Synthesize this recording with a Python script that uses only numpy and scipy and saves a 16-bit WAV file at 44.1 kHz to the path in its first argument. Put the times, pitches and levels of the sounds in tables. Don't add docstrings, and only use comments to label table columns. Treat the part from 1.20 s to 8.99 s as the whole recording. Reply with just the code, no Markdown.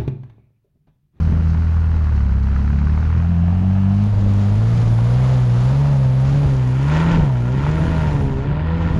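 import sys
import numpy as np
from scipy import signal
from scipy.fft import rfft, irfft, next_fast_len
from scipy.io import wavfile
from scipy.ndimage import uniform_filter1d

SR = 44100
rng = np.random.default_rng(int(sys.argv[2]) if len(sys.argv) > 2 else 0)


def nominal_scale(level):
    x = np.asarray(level, float) / 20
    return 10 ** x


def master_out(mix):
    frames = np.transpose(np.atleast_2d(mix))
    ceiling = np.clip(frames, -1, 1)
    pcm = np.round(ceiling * 32767).astype(np.int16)
    wavfile.write(sys.argv[1], SR, pcm)


N = 343539


def level(x):
    return x / np.sqrt(np.mean(x ** 2))


def shape(points, hz):
    f, db = np.transpose(points)
    octave = np.log2(np.maximum(hz, 1))
    below = np.maximum(np.log2(f[0]) - octave, 0)
    above = np.maximum(octave - np.log2(f[-1]), 0)
    return nominal_scale(np.interp(octave, np.log2(f), db) - 33 * (below + above))


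def resonance(hz, rings):
    return 1 + sum(2 * nominal_scale(db) / (1 + (2 * (hz - f) / width) ** 2) for f, width, db in rings)


def colour(x, points, rings=()):
    size = next_fast_len(N)
    hz = np.arange(size // 2 + 1) * SR / size
    gain = shape(points, hz) * resonance(hz, rings)
    return level(irfft(rfft(x, size) * gain, size)[:N])


def noise():
    return rng.standard_normal(N)


def walk(rate):
    k = int(SR / rate)
    held = np.repeat(rng.standard_normal(N // k + 1), k)
    return 1.196 * uniform_filter1d(uniform_filter1d(held, k), k)[:N]


def curve(table):
    s, value = np.transpose(table)
    return np.interp(np.arange(N) / SR, s, value)


def bump(peak_s, rise_s, fall_s):
    t = np.arange(N) / SR - peak_s
    return np.cos(np.pi / 2 * np.clip(np.where(t < 0, -t / rise_s, t / fall_s), 0, 1)) ** 2


# time in seconds, firing rate in Hz.
GRIP_PACE = [(0, 80.93), (.72, 81.08), (1.11, 66.73), (1.56, 71), (2.08, 84.98), (2.23, 85.26),
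             (2.42, 92.8), (2.68, 96.87), (3.14, 99.36), (3.32, 101.9), (3.75, 113.8), (4.36, 119.3),
             (4.93, 129.3), (5.46, 125.7), (6.19, 119.5), (7.12, 132.7), (7.79, 148.9)]
# peak in seconds, rise in seconds, fall in seconds, extra firing rate in Hz, throttle in dB.
ENGINE_SURGES = [(1.951, .3, .2, 0.5, 2), (2.62, 0.29, .2, .5, 0), (2.86, .2, .27, 5, -0.5),
                 (3.51, .2, .24, 9, 1), (4.07, .32, 0.3, 12, 3.5), (4.45, .2, .15, .5, 2),
                 (4.64, .29, 0.27, 18, 2.5), (5.2, 0.26, 0.24, 15, 2.5), (5.92, .46, .27, 45, 6),
                 (5.82, .13, .08, .5, 6.5), (5.96, 0.1, .07, .5, 6.5), (6.63, .43, 0.56, 36, 6.5),
                 (7.57, .43, 0.41, 23, 6.5)]


def engine():
    lead_s, hold = 0.031, 1.47
    hz, throttle_db = curve(GRIP_PACE), 0
    for s, rise, fall, extra_hz, db in ENGINE_SURGES:
        hz = hz + extra_hz * bump(s, rise, fall)
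        throttle_db = throttle_db + db * np.minimum(hold * bump(s - lead_s, rise, fall), 1)
    return uniform_filter1d(hz, int(0.051 * SR)), throttle_db


# start in seconds, end in seconds.
TURNS = [
    (1.93, 2.23),
    (2.85, 2.84),
    (5.2, 5.5),
]


def turning():
    passed = [np.interp(np.arange(N) / SR, span, (0, 1)) for span in TURNS]
    return passed, -np.diff([np.ones(N), *passed, np.zeros(N)], axis=0)


# pitch in Hz, width in Hz, strength in dB.
PIPE_RESONANCES = [(513.7, 52, -4.5), (621, 46, -3), (923, 60, -0.5)]


def pipe_ring(hz):
    return resonance(hz, PIPE_RESONANCES)


# time in seconds, level in dB.
BOOM_LEVEL = [(0, -14.5), (.7, -13.5), (1.11, -14.5), (1.54, -14.5), (2.39, -15), (2.75, -14),
              (2.93, -14.5), (3.4, -12.5), (4.36, -12.5), (4.9, -12.5), (5.7, -15), (6.05, -14),
              (6.31, -17), (6.49, -17), (6.66, -21), (6.83, -16.5), (7.15, -22.5), (7.79, -18.5)]
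# multiple of the firing rate, level in dB from the nose, from the front corner,
# from the flank and from the tail, dB gained per dB of throttle.
ORDER_LEVELS = [(.5, -31, -41.5, -28, -29, 0.96), (1.5, -28, -29, -34, -35.5, 0.34),
                (2, -28.5, -22.5, -25.5, -23, -0.38), (2.5, -36, -32.5, -42.5, -34.5, 0.42),
                (3, -31, -28, -29.5, -26, -0.4), (4, -38.5, -39.5, -32.5, -37.5, 1.27)]
# pitch in Hz, gain in dB.
SILENCER_GAIN = [(100, 6), (125, 0), (150, 0), (168, 4), (203, 2.5), (225, -6.5), (260, -10.5), (700, -15)]
# middle in seconds, half length in seconds, change in
# dB.
ORDER_SWELLS = [(0.117, 0.44, 2.5), (.65, 0.24, -5), (1.61, 0.32, 4.5), (2.942, 0.084, -10),
                (3.299, .15, -2.5), (4.047, .2, -1), (5.25, .2, 3.5), (6.3, .12, 2.5), (6.6, 0.23, 3),
                (7.1, 0.33, 3), (7.498, 0.34, -3.5)]


def low_orders(hz, shares, throttle_db):
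    swell_db = sum(db * bump(s, half, half) for s, half, db in ORDER_SWELLS)
    levels = [curve(BOOM_LEVEL)]
    for order, *sides_db, effort in ORDER_LEVELS:
        db = np.dot(sides_db, shares) + effort * np.minimum(throttle_db, 8) + 1.5 * walk(6.3)
        if order >= 2:
            db = db + swell_db
        if order > 1:
            db = db + 20 * np.log10(shape(SILENCER_GAIN, order * hz) * pipe_ring(order * hz))
        levels.append(db)
    return levels


# pitch in Hz, gain in dB.
PIPE_GAIN = [(200, 18), (300, -12), (430, -1.5), (560, -11), (700, -5.5), (950, -7.5), (1300, -29.5)]


def exhaust(turns, hz, shares, throttle_db, hidden):
    out = 0
    order_db = low_orders(hz, shares, throttle_db)
    broken = 1 + np.clip(-14.5 - order_db[0], 0, 4) * .3
    orders = (1, .5, 1.5, 2, 2.5, 3, 4)
    wavers_db = (0.3, 0.47, 1.4, 1.4, 2.6, 0.88, 0.46)
    for order, db, waver_db in zip(orders, order_db, wavers_db):
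        lag = 0.9 * (2 * order % 2)
        gain = nominal_scale(db + waver_db * broken * walk(25))
        jitter = 0.12 * order ** 1.23 * broken * walk(20)
        out = out - gain * np.sin(2 * np.pi * order * turns - lag + jitter)

    sides_db = (-46, -50, -47, -44)
    overtone_db = np.dot(sides_db, shares) + 3 * walk(4.6) + .5 * throttle_db
    for twice in (7, 9, 10, 11, 12, 13, 14, 16, 18):
        tone_hz = hz * twice / 2
        shade_db = -14 * hidden * np.clip(np.log2(hz * twice / 700), 0, .6)
        db = shade_db + overtone_db - 3.9 * (twice % 2) + 1.7 * walk(6) + 0.9 * walk(25)
        gain = nominal_scale(db) * shape(PIPE_GAIN, tone_hz) * pipe_ring(tone_hz)
        out = out - gain * np.sin(np.pi * twice * turns + .17 * twice * walk(30))
    return np.sqrt(2) * out


# pitch in Hz, level in dB per Hz.
NOSE_RASP = [(250, 7.5), (330, -27), (500, -8), (650, -7.5), (880, -2), (1150, -4), (1450, -5.5),
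             (2000, -10), (3000, -19), (3400, -23)]
CORNER_RASP = [(180, -32.5), (300, -15), (376, -12.5), (403, -24), (634, -5.5), (1320, -9), (1640, -16),
               (1900, -17), (2830, -17), (4500, -36), (5850, -66.5), (9900, -120)]
FLANK_RASP = [(150, -31), (250, 5.5), (291, -13.5), (309, -14), (511, -3.5), (609, -5), (854, -9.5),
              (993, -11.5), (1210, -11), (1560, -16), (5000, -30), (6500, -61), (11000, -120)]
TAIL_RASP = [(150, -25.5), (250, 3.5), (439, -8), (565, -8.5), (744, -16.5), (944, -6), (1170, -15.5),
             (1360, -13), (1830, -15.5), (5000, -32.5), (6500, -68), (11000, -120)]
# pitch in Hz, width in Hz, strength in dB.
BAY_RESONANCES = [(1400, 220, -12.5), (830, 300, -27.5)]
ARCH_RESONANCES = [(1680, 160, -5), (680, 300, -6)]
TAIL_RESONANCES = [(570, 34, -21.5), (950, 660, -7), (1394, 94, 0), (1840, 200, -4), (2400, 410, -11),
                   (3120, 1100, -6)]


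def rasp(turns, shares):
    firing = turns.astype(int)
    luck = np.clip(rng.standard_normal(N // 100), -2, 1.2)
    puff_db = 2.2 * luck[firing] - 3.5 * (firing % 2)
    puffs = nominal_scale(puff_db) * np.exp(-(turns - firing) / 0.42)
    # outline, resonances, steady flow between puffs, level in dB
    sides = ((NOSE_RASP, BAY_RESONANCES, .35, -.5), (CORNER_RASP, ARCH_RESONANCES, .8, .3),
             (FLANK_RASP, (), .8, 1.5), (TAIL_RASP, TAIL_RESONANCES, .22, 1.2))
    out = 0
    for share, (points, rings, steady, db) in zip(shares, sides):
        out = out + nominal_scale(db) * np.sqrt(share) * colour((steady + puffs) * noise(), points, rings)
    return out


# time in seconds, level in dB.
RUT_DEPTH = [(0, 2.5), (.2, 1.5), (1, 0), (1.88, 1), (1.97, -0.5), (2.36, 1), (2.81, 5), (3.2, 9),
             (3.35, 7.5), (3.5, 10.5), (5.2, 9.5), (5.4, 8.5), (5.64, 11), (6.15, 6.5), (6.9, 10),
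             (7.1, 6.5), (7.4, -7), (7.79, 6)]


def ruts():
    return curve(RUT_DEPTH)


def slush(points, spatter):
    drops = (rng.random(N) < 400 / SR) * nominal_scale(2.0 * rng.exponential(size=N))
    wet = 1 + spatter * signal.lfilter([1], [1, -np.exp(-1 / (0.0041 * SR))], drops)
    return colour(wet * nominal_scale(1.0 * walk(14)) * noise(), points)


# pitch in Hz, level in dB per Hz.
FRONT_HISS = [(2500, -1), (3200, -3.5), (3500, -12.5), (3900, -1.5), (4900, -5), (5600, -7), (6500, -9),
              (7300, -17.5)]
SLUSH_HISS = [(300, 8.5), (1000, 13.5), (2000, 3.5), (3500, 0), (5000, -3), (7000, -4.5), (7800, -13),
              (8400, -28.5)]
FINE_SPRAY = [(7800, -12.5), (8600, -5.5), (9600, -0.5), (10500, -6), (11300, -15), (12500, -17.5),
              (14000, -27.5), (15200, -37)]


def tyres(passed, rut_db, throttle_db):
    near = (passed[0] + passed[1]) / 2
    front = nominal_scale(3.0) * np.sqrt(1 - near) * slush(FRONT_HISS, 0.18)
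    rear = nominal_scale(7.5) * near * slush(SLUSH_HISS, 0.2)
    hiss_db = -57.5 + rut_db + 0.48 * throttle_db
    spray_db = -75.5 + 1.49 * rut_db + .2 * throttle_db
    return nominal_scale(hiss_db) * (front + rear) + nominal_scale(spray_db) * slush(FINE_SPRAY, 0.26)


# pitch in Hz, level in dB per Hz.
WIND_RUMBLE = [(14, -9), (25, 3), (50, 1.5), (100, 3), (200, -3), (300, -14.5), (500, -19.5), (900, -28.5)]
# peak of the gust in seconds, swell in dB.
GUST_SWELLS = [(0.101, 6.5), (1.15, 0.5), (3.0, 4.5), (3.65, 6.5), (4.1, 3), (5.25, 8), (5.95, 11.5),
               (6.3, 5), (6.65, 10.5), (6.97, 10.5), (7.18, 9.5), (7.45, 2.5), (7.75, 10)]


def wind():
    gust_s = 0.23
    gust_db = np.max([db * bump(s, gust_s, gust_s) for s, db in GUST_SWELLS], axis=0)
    return nominal_scale(-28 + gust_db) * colour(nominal_scale(2.5 * walk(12) + 3 * walk(40)) * noise(), WIND_RUMBLE)


# time in seconds, level in dB.
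IDLER_SWELL = [(0, -1), (2.2, 0), (3.0, 1), (3.6, -1), (4.4, -6.5), (7.79, -4)]


def idler():
    db = -31 + curve(IDLER_SWELL) + 2.5 * walk(5)
    turns = np.cumsum(47.75 * (1 + .02 * walk(3))) / SR
    return np.sqrt(2) * nominal_scale(db) * np.sin(2 * np.pi * turns)


def faint_hiss():
    return nominal_scale(-75.0) * colour(noise(), [(6500, -3.5), (8000, -2.5), (10500, -1.5), (11500, -13.5)])


# start in seconds, peak in dB, pitch in Hz.
CRACKS = [(0.811, -32, 1160), (0.894, -26, 1226), (0.977, -30, 804), (1.005, -27.5, 1230),
          (1.363, -20, 1290), (1.394, -27.5, 1080), (1.449, -28, 760), (1.478, -24, 1340),
          (1.504, -30, 1200), (1.533, -26.5, 720), (1.588, -25, 1080), (1.617, -23.5, 904),
          (1.644, -34.5, 687), (1.671, -20, 1100), (1.697, -25.5, 825), (1.777, -21, 940),
          (1.829, -23, 884), (2.003, -26, 1126), (2.635, -30, 1000), (3.789, -18.5, 827), (6.466, -14, 874),
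          (7.315, -28, 740)]


def pops():
    out, t = np.zeros(N), np.arange(int(.02 * SR)) / SR
    envelope = np.exp(-t / 0.0025) * np.minimum(t / 0.00022, 1)
    for s, db, hz in CRACKS:
        tones = np.sin(2 * np.pi * hz * t) + .5 * np.sin(2 * np.pi * 1.3 * hz * t)
        crack = tones + .15 * rng.standard_normal(len(t))
        out[int(s * SR):][:len(t)] += nominal_scale(db - 1.5) * crack * envelope
    return colour(out, [(600, 2.0), (2500, 4), (5000, -20)]) * np.sqrt(np.mean(out ** 2))


# start in seconds, peak in dB.
RUT_SPLATS = [
    (3.2287, -40),
    (3.6096, -38),
]


def splats():
    hits = np.zeros(N)
    for s, db in RUT_SPLATS:
        hits[int(s * SR)] = nominal_scale(db - 20.5)
    tail = signal.lfilter([1], [1, -np.exp(-1 / (.004 * SR))], hits)
    return tail * colour(noise(), [(1000, -2), (6500, -4), (8300, -31.0), (9700, -20), (12000, -30.5)])


def scene():
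    hz, throttle_db = engine()
    turns = np.cumsum(hz) / SR
    passed, shares = turning()
    rut_db = ruts()
    rasp_db = -38 + 0.19 * rut_db + throttle_db
    truck = exhaust(turns, hz, shares, throttle_db, 1 - passed[1]) + nominal_scale(rasp_db) * rasp(turns, shares) + pops()
    track = tyres(passed, rut_db, throttle_db) + splats()
    return (truck + track + wind() + idler() + faint_hiss())[None]


# lower edge in Hz, level in dB below which the band is muted. The last row only ends the band before.
TREBLE_BANDS = [(11300, -88.3), (12650, -87), (13500, -84.5), (14300, -82), (15000, -78.5), (22050, 0)]


def mute_faint_treble(x):
    size, frame, offset = next_fast_len(N), 1024, 10
    spectrum, hz = rfft(x, size), np.fft.rfftfreq(size, 1 / SR)
    bands = []
    for (lo, _), (hi, _) in zip(TREBLE_BANDS, TREBLE_BANDS[1:]):
        bands.append(irfft(spectrum * (hz >= lo) * (hz < hi), size)[:N])
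    power = np.add.reduceat(sum(bands) ** 2, np.arange(offset, N, frame)) / frame
    whim = rng.standard_normal(len(power))
    frame_at = np.clip(np.arange(N) - offset, 0, None)
    for band, (_, db) in zip(bands, TREBLE_BANDS):
        limit_db = db + 1.6 * (whim + .5 * rng.standard_normal(len(power)))
        faint = power < nominal_scale(limit_db) ** 2
        x = x - band * uniform_filter1d(np.repeat(1. * faint, frame)[frame_at], size=256)
    return x


def top_cut(x):
    return signal.sosfilt(signal.butter(12, 15350, fs=SR, output="sos"), x)


def record(dry):
    opening = np.minimum(np.arange(N) / (0.0015 * SR), 1)
    x = opening * np.tanh(0.55 * dry[0]) / 0.65
    return top_cut(mute_faint_treble(x)[None])


dry = scene()
out = record(dry)
master_out(out)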